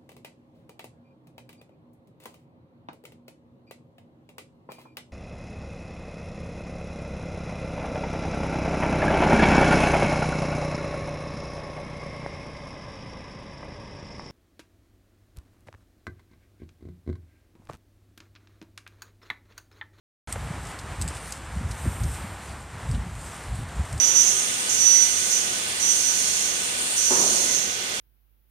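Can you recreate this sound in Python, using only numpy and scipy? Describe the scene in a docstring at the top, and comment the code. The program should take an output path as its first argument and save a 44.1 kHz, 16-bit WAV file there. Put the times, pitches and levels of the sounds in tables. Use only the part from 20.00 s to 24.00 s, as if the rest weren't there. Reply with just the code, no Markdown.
"""After a moment of silence, light wind thuds softly on a microphone over the hush of a distant town.
The place is a snowy back yard, and the thuds are swirls of air pushing on the microphone.
A hand rubs the casing of the camera it holds, with short crisp crunches that ring near 8 kHz.
The fingers knock softly a few times, and halfway through the hand makes one long, hissing slide."""
import sys
import numpy as np
from scipy import signal
from scipy.fft import rfft, irfft, next_fast_len
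from scipy.io import wavfile
from scipy.ndimage import uniform_filter1d, map_coordinates

SR = 44100
rng = np.random.default_rng(int(sys.argv[2]) if len(sys.argv) > 2 else 0)


def log_audio(samples):
    """Write samples as a 16-bit WAV file to the path given in sys.argv[1]."""
    # one column per channel
    frames = np.atleast_2d(samples).T
    # limit to full scale, then quantise
    limited = np.clip(frames, -1, 1)
    pcm = np.round(limited * 32767).astype(np.int16)
    wavfile.write(sys.argv[1], SR, pcm)


N = 176400

# strength of the gusts (t/s, level/dB)
GUST_LEVELS = [(0.3, -44), (0.37, -30.5), (0.7, -37.5), (0.72, -46), (0.93, -37), (0.96, -52), (0.99, -27),
               (1.22, -43), (1.52, -40), (1.57, -26.5), (1.81, -41), (1.88, -25.5), (1.91, -33.5),
               (2.0, -36), (2.02, -24.5), (2.19, -43), (2.23, -33.5), (2.44, -48), (2.49, -39), (2.82, -43),
               (2.9, -26.5), (3.42, -48), (3.54, -28.5), (3.57, -34), (3.6, -28.5), (3.74, -40),
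               (3.8, -26.5), (3.87, -47.5), (3.94, -29.5), (4.0, -35.5)]
# tone of the wind's deep rumble (f/Hz, level/dB)
RUMBLE_TONE = [(15, -50), (25, -9), (38, -17), (52, 2), (70, 0), (110, -5), (160, -12.5), (250, -37.5),
               (500, -39), (1200, -92)]
# tone of the wind's higher flutter (f/Hz, level/dB)
FLUTTER_TONE = [(40, -50), (100, -1), (170, 0), (240, -11), (330, -17.5), (500, -26), (1500, -50),
                (4000, -90)]
# loudness of the distant town (t/s, level/dB)
TOWN_LEVELS = [(.3, -42), (.8, -40), (1.2, -41.5), (1.8, -41.5), (2.3, -41), (2.85, -43), (3.4, -42),
               (3.85, -41.5), (4, -41.5)]
# tone of the town's hush (f/Hz, level/dB)
TOWN_TONE = [(20, -26), (60, 2.5), (200, 1), (420, -3.5), (560, -2), (780, 1), (1250, -1), (1900, -4),
             (2700, -9.5), (4000, -15.5), (6000, -19.5), (8400, -15), (10500, -25.5), (14000, -34.5)]
# loudness of the rubbing hand (t/s, level/dB)
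RUB_LEVELS = [(.3, -48), (.42, -49), (.56, -57.5), (.68, -45), (.76, -54), (.92, -54.5), (1.03, -49.5),
              (1.28, -44), (1.5, -54), (1.68, -54), (1.73, -46.5), (1.95, -52.5), (2.15, -43.5),
              (2.24, -54), (2.4, -54.5), (2.47, -47.5), (2.56, -55.5), (2.82, -59), (2.9, -48), (3.03, -54),
              (3.31, -45), (3.42, -50.5), (3.52, -53), (3.57, -46), (3.67, -56.5), (3.85, -49.5),
              (4, -47.5)]
# tone of the rubbing (f/Hz, level/dB)
RUB_TONE = [(500, -33), (2000, -3), (3200, -5), (4500, -6.5), (6500, -5.5), (7600, -1), (8400, 1.5),
            (9300, -2.5), (10500, -9.5), (12200, -13.5), (14000, -26)]
# crunches of two snaps each (t/s, level/dB, gap between snaps/s, second snap against first/dB,
# body against ring/dB, body f/Hz, time to fade by 60 dB/s)
CRUNCH_EVENTS = [(0.3249, -23, 0.0087, -16, -11.5, 4400, 0.019), (0.652, -40, .018, 1, -1, 5500, .018),
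                 (.7885, -41, 0.0068, -6, 2.5, 4500, 0.028), (1.0136, -22, .0074, -1.5, -6.5, 5170, 0.013),
                 (1.078, -25, 0.0069, -4, -6, 4900, 0.012), (1.306, -34.5, .004, -13, -14, 6000, .012),
                 (1.3222, -31.5, .003, -13, 4.5, 6000, 0.018), (1.711, -38, .005, -1.5, -2, 5000, 0.028),
                 (2.035, -45.5, 0.0046, -5, 14, 5900, 0.013), (2.913, -34.5, 0.0061, -11, -1, 5000, 0.01),
                 (2.946, -50, 0.0063, -7, 13.5, 3150, 0.019), (3.554, -40, 0.023, -5, -11, 6000, 0.033),
                 (3.851, -40.5, 0.0043, -13, -9, 5500, 0.033), (3.927, -33.5, .005, -18, -3, 6000, 0.016),
                 (3.978, -35, 0.0062, -15, 1.5, 5500, 0.01)]
# tone of the ringing casing (f/Hz, level/dB)
RING_TONE = [(800, -30), (2500, -6), (4000, -17.5), (6500, -10), (7600, 0), (8350, 7), (9200, -5.5),
             (11000, -10), (14000, -24)]
# finger knocks on the casing (t/s, level/dB)
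KNOCK_EVENTS = [(0.3585, -22.5), (1.106, -30.5), (1.854, -28)]
# tone of a knock (f/Hz, level/dB)
KNOCK_TONE = [(100, -24), (330, 6.5), (650, 2), (900, -7), (1300, -13), (1900, -9), (3000, -25),
              (5500, -22), (9000, -38), (14000, -60)]
# small swirls of air that hit the microphone (t/s, level/dB, f/Hz)
EDDY_EVENTS = [(0.51, -23, 160), (1.159, -31.5, 92), (1.569, -25, 173), (1.615, -28.5, 216),
               (1.648, -20, 86), (1.866, -25, 274), (1.879, -22, 106), (2.023, -19.5, 103),
               (2.248, -27.5, 184), (2.901, -27, 124), (2.98, -25.5, 198), (3.07, -30.5, 165),
               (3.805, -21, 72)]
# loudness of the sliding hand (t/s, level/dB)
SLIDE_LEVELS = [(1.66, -90), (1.72, -59), (1.85, -47), (2.0, -46.5), (2.12, -47.5), (2.22, -52),
                (2.34, -54), (2.5, -90)]
# tone of the slide (f/Hz, level/dB)
SLIDE_TONE = [(3000, -40), (6400, -16), (7500, 4.5), (8000, 0), (8700, 10), (9600, -7), (10400, 1),
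              (11000, -10), (12100, 1.5), (12500, -11), (13400, -7), (14200, -19)]
# stereo width: the side signal against the middle one (f/Hz, level/dB)
STEREO_WIDTH = [(100, -90), (2300, -70), (3900, -60), (4200, -44), (5000, -31), (6000, -11.5), (7200, -9.5),
                (8400, -7), (10000, -6.5), (14000, -7)]

START_S, LOW_CUT_HZ, TOP_HZ = 0.2738, 38, 14330
GUST_REF_DB, RUMBLE_DB, FLUTTER_DB, FLUTTER_GROWTH = -30, -0.5, -10.5, 1.27
TOWN_WIDTH_DB, CRUNCH_WIDTH_DB = 4.5, -12  # far sounds are wider, close ones narrower
GRAINS_PER_S, GRAIN_DB, RUB_WAVER_DB = 900, -2, 1.8
ATTACK_S, SNAP_TAIL_DB = 0.00059, -16
SNAP_TAIL_FADE_S, KNOCK_FADE_S = 0.073, 0.024  # time to fade by 60 dB
BODY_OCTAVES = 0.86  # half the width of a crunch's band of noise
EDDY_CYCLES = 0.77  # half the length of a swirl's push


def amp(db):
    """Turn decibels into a gain to multiply by."""
    return 10 ** (np.asarray(db) / 20)


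def unit(x):
    """Scale x to an average power of 1."""
    return x / np.sqrt(np.mean(x ** 2) + 1e-20)


def along(points, hz):
    """Read a (f/Hz, level/dB) table at hz, on a log frequency axis."""
    f, db = np.transpose(points)
    return np.interp(np.log(hz + 1), np.log(f + 1), db)


def curve(rows):
    """Join (t/s, level/dB) points into one level per sample."""
    return np.interp(np.arange(N) / SR, *np.transpose(rows))


def wobble(rate):
    """A smooth curve through `rate` random points a second."""
    points = rng.standard_normal(int(N * rate / SR) + 4)
    return map_coordinates(points, [np.arange(N) * rate / SR])


def fade(t, fade_s):
    """A gain that falls by 60 dB every fade_s seconds."""
    return np.exp(-np.log(1000) * t / fade_s)


def filtered(x, response):
    """Turn each frequency in x up or down by response(hz)."""
    size = next_fast_len(N + SR // 2)
    hz = np.fft.rfftfreq(size, 1 / SR)
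    return irfft(rfft(x, size) * response(hz), size)[..., :N]


def coloured(pair, tone, width_db=0):
    """Give two unrelated signals a tone, in stereo: centred bass, wider treble."""
    def response(hz):
        side_gain = amp(width_db + along(STEREO_WIDTH, hz))
        return amp(along(tone, hz)) * np.array([np.ones_like(hz), side_gain])
    mid, side = filtered(pair, response)
    return unit(np.array([mid + side, mid - side]))


def noise(tone, width_db=0):
    """Stereo noise with the given tone and a power of 1."""
    return coloured(rng.standard_normal((2, N)), tone, width_db)


def steady(x, size):
    """Even out the chance swells in x over `size` samples."""
    power = uniform_filter1d(uniform_filter1d(x[0] ** 2, size), size)
    return x / np.sqrt(np.abs(power) + 1e-6)


def patchy(x, depth_db):
    """Give x louder and softer patches that shift in time and pitch."""
    spectra = signal.stft(x, nperseg=512)[2]
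    patches = rng.standard_normal(spectra.shape[1:])
    patches = uniform_filter1d(patches, size=9, axis=0)  # smooth over frequency
    patches = uniform_filter1d(patches, size=18, axis=1)  # smooth over time
    spectra = spectra * amp(depth_db * unit(patches))
    return unit(signal.istft(spectra, nperseg=512)[1][:, :N])


def wind():
    """Rough air on the microphone: a low rumble, and a flutter that grows faster with each gust."""
    gust_db = curve(GUST_LEVELS) - GUST_REF_DB
    rumble = amp(RUMBLE_DB + gust_db + 2.53 * wobble(22.535)) * steady(noise(RUMBLE_TONE), size=1500)
    flutter_db = FLUTTER_DB + FLUTTER_GROWTH * gust_db + 3.6 * wobble(35)
    flutter = amp(flutter_db) * steady(noise(FLUTTER_TONE), size=1500)
    return amp(GUST_REF_DB) * (rumble + flutter)


def town():
    """Far traffic and wind in bare trees blend into an even hush."""
    return amp(curve(TOWN_LEVELS) + 1.2 * wobble(10.95)) * noise(TOWN_TONE, TOWN_WIDTH_DB)


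def rubbing():
    """Skin sticks and slips on the casing: a hiss with tiny clicks, its tone shifting with the grip."""
    grains = (rng.random((2, N)) < GRAINS_PER_S / SR) * rng.standard_normal((2, N))
    friction = noise(RUB_TONE) + amp(GRAIN_DB) * coloured(grains, RUB_TONE)
    return amp(curve(RUB_LEVELS) + RUB_WAVER_DB * wobble(30.09)) * patchy(friction, depth_db=2.1)


def crunches():
    """Two quick snaps ring the casing, over a broad noise (the body) whose pitch follows the grip."""
    ring_level, body = np.zeros(N), np.zeros(N)
    for start, db, gap, second_db, body_db, body_hz, fade_s in CRUNCH_EVENTS:
        t = np.clip(np.arange(N) / SR - [[start], [start + gap]], 0, 1)  # one row per snap
        rise = 1 - np.exp(-t / ATTACK_S)
        decay = fade(t, fade_s) + amp(SNAP_TAIL_DB) * fade(t, SNAP_TAIL_FADE_S)
        snaps = amp([db, db + second_db]) @ (rise * decay)
        resonance = lambda hz: 1 / (1 + (np.log2((hz + 1) / body_hz) / BODY_OCTAVES) ** 2) ** 2
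        ring_level += snaps
        body += amp(body_db) * snaps * unit(filtered(rng.standard_normal(N), resonance))
    return ring_level * noise(RING_TONE, CRUNCH_WIDTH_DB) + body


def knocks():
    """Fingers land softly on the casing and make short, hollow raps."""
    level = np.zeros(N)
    for start, db in KNOCK_EVENTS:
        t = np.clip(np.arange(N) / SR - start, 0, 1)
        level += amp(db) * (1 - np.exp(-t / ATTACK_S)) * fade(t, KNOCK_FADE_S)
    return level * steady(noise(KNOCK_TONE), size=200)


def eddies():
    """Each small swirl of air thuds on the microphone with one brief swing of pressure."""
    pressure = np.zeros(N)
    for centre_s, db, hz in EDDY_EVENTS:
        cycles = (np.arange(N) / SR - centre_s) * hz
        swell = np.exp(-.5 * (cycles / EDDY_CYCLES) ** 2)
        pressure += amp(db) * swell * np.sin(2 * np.pi * cycles)
    return pressure


def slide():
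    """One long stroke of the hand swells and fades, hissing higher than the rubbing."""
    return amp(curve(SLIDE_LEVELS) + 0.55 * wobble(25.5)) * noise(SLIDE_TONE)


def scene():
    """Wind and town, with the sounds of the hand close by."""
    return wind() + town() + rubbing() + crunches() + knocks() + eddies() + slide()


def record(dry):
    """Cut the deepest bass, silence the first moment and remove the highest treble."""
    thinned = filtered(dry, lambda hz: np.sqrt(1 - 1 / (1 + (hz / LOW_CUT_HZ) ** 10)))
    started = np.arange(N) / SR > START_S
    return filtered(thinned * started, lambda hz: hz < TOP_HZ)


dry = scene()
out = record(dry)
log_audio(out)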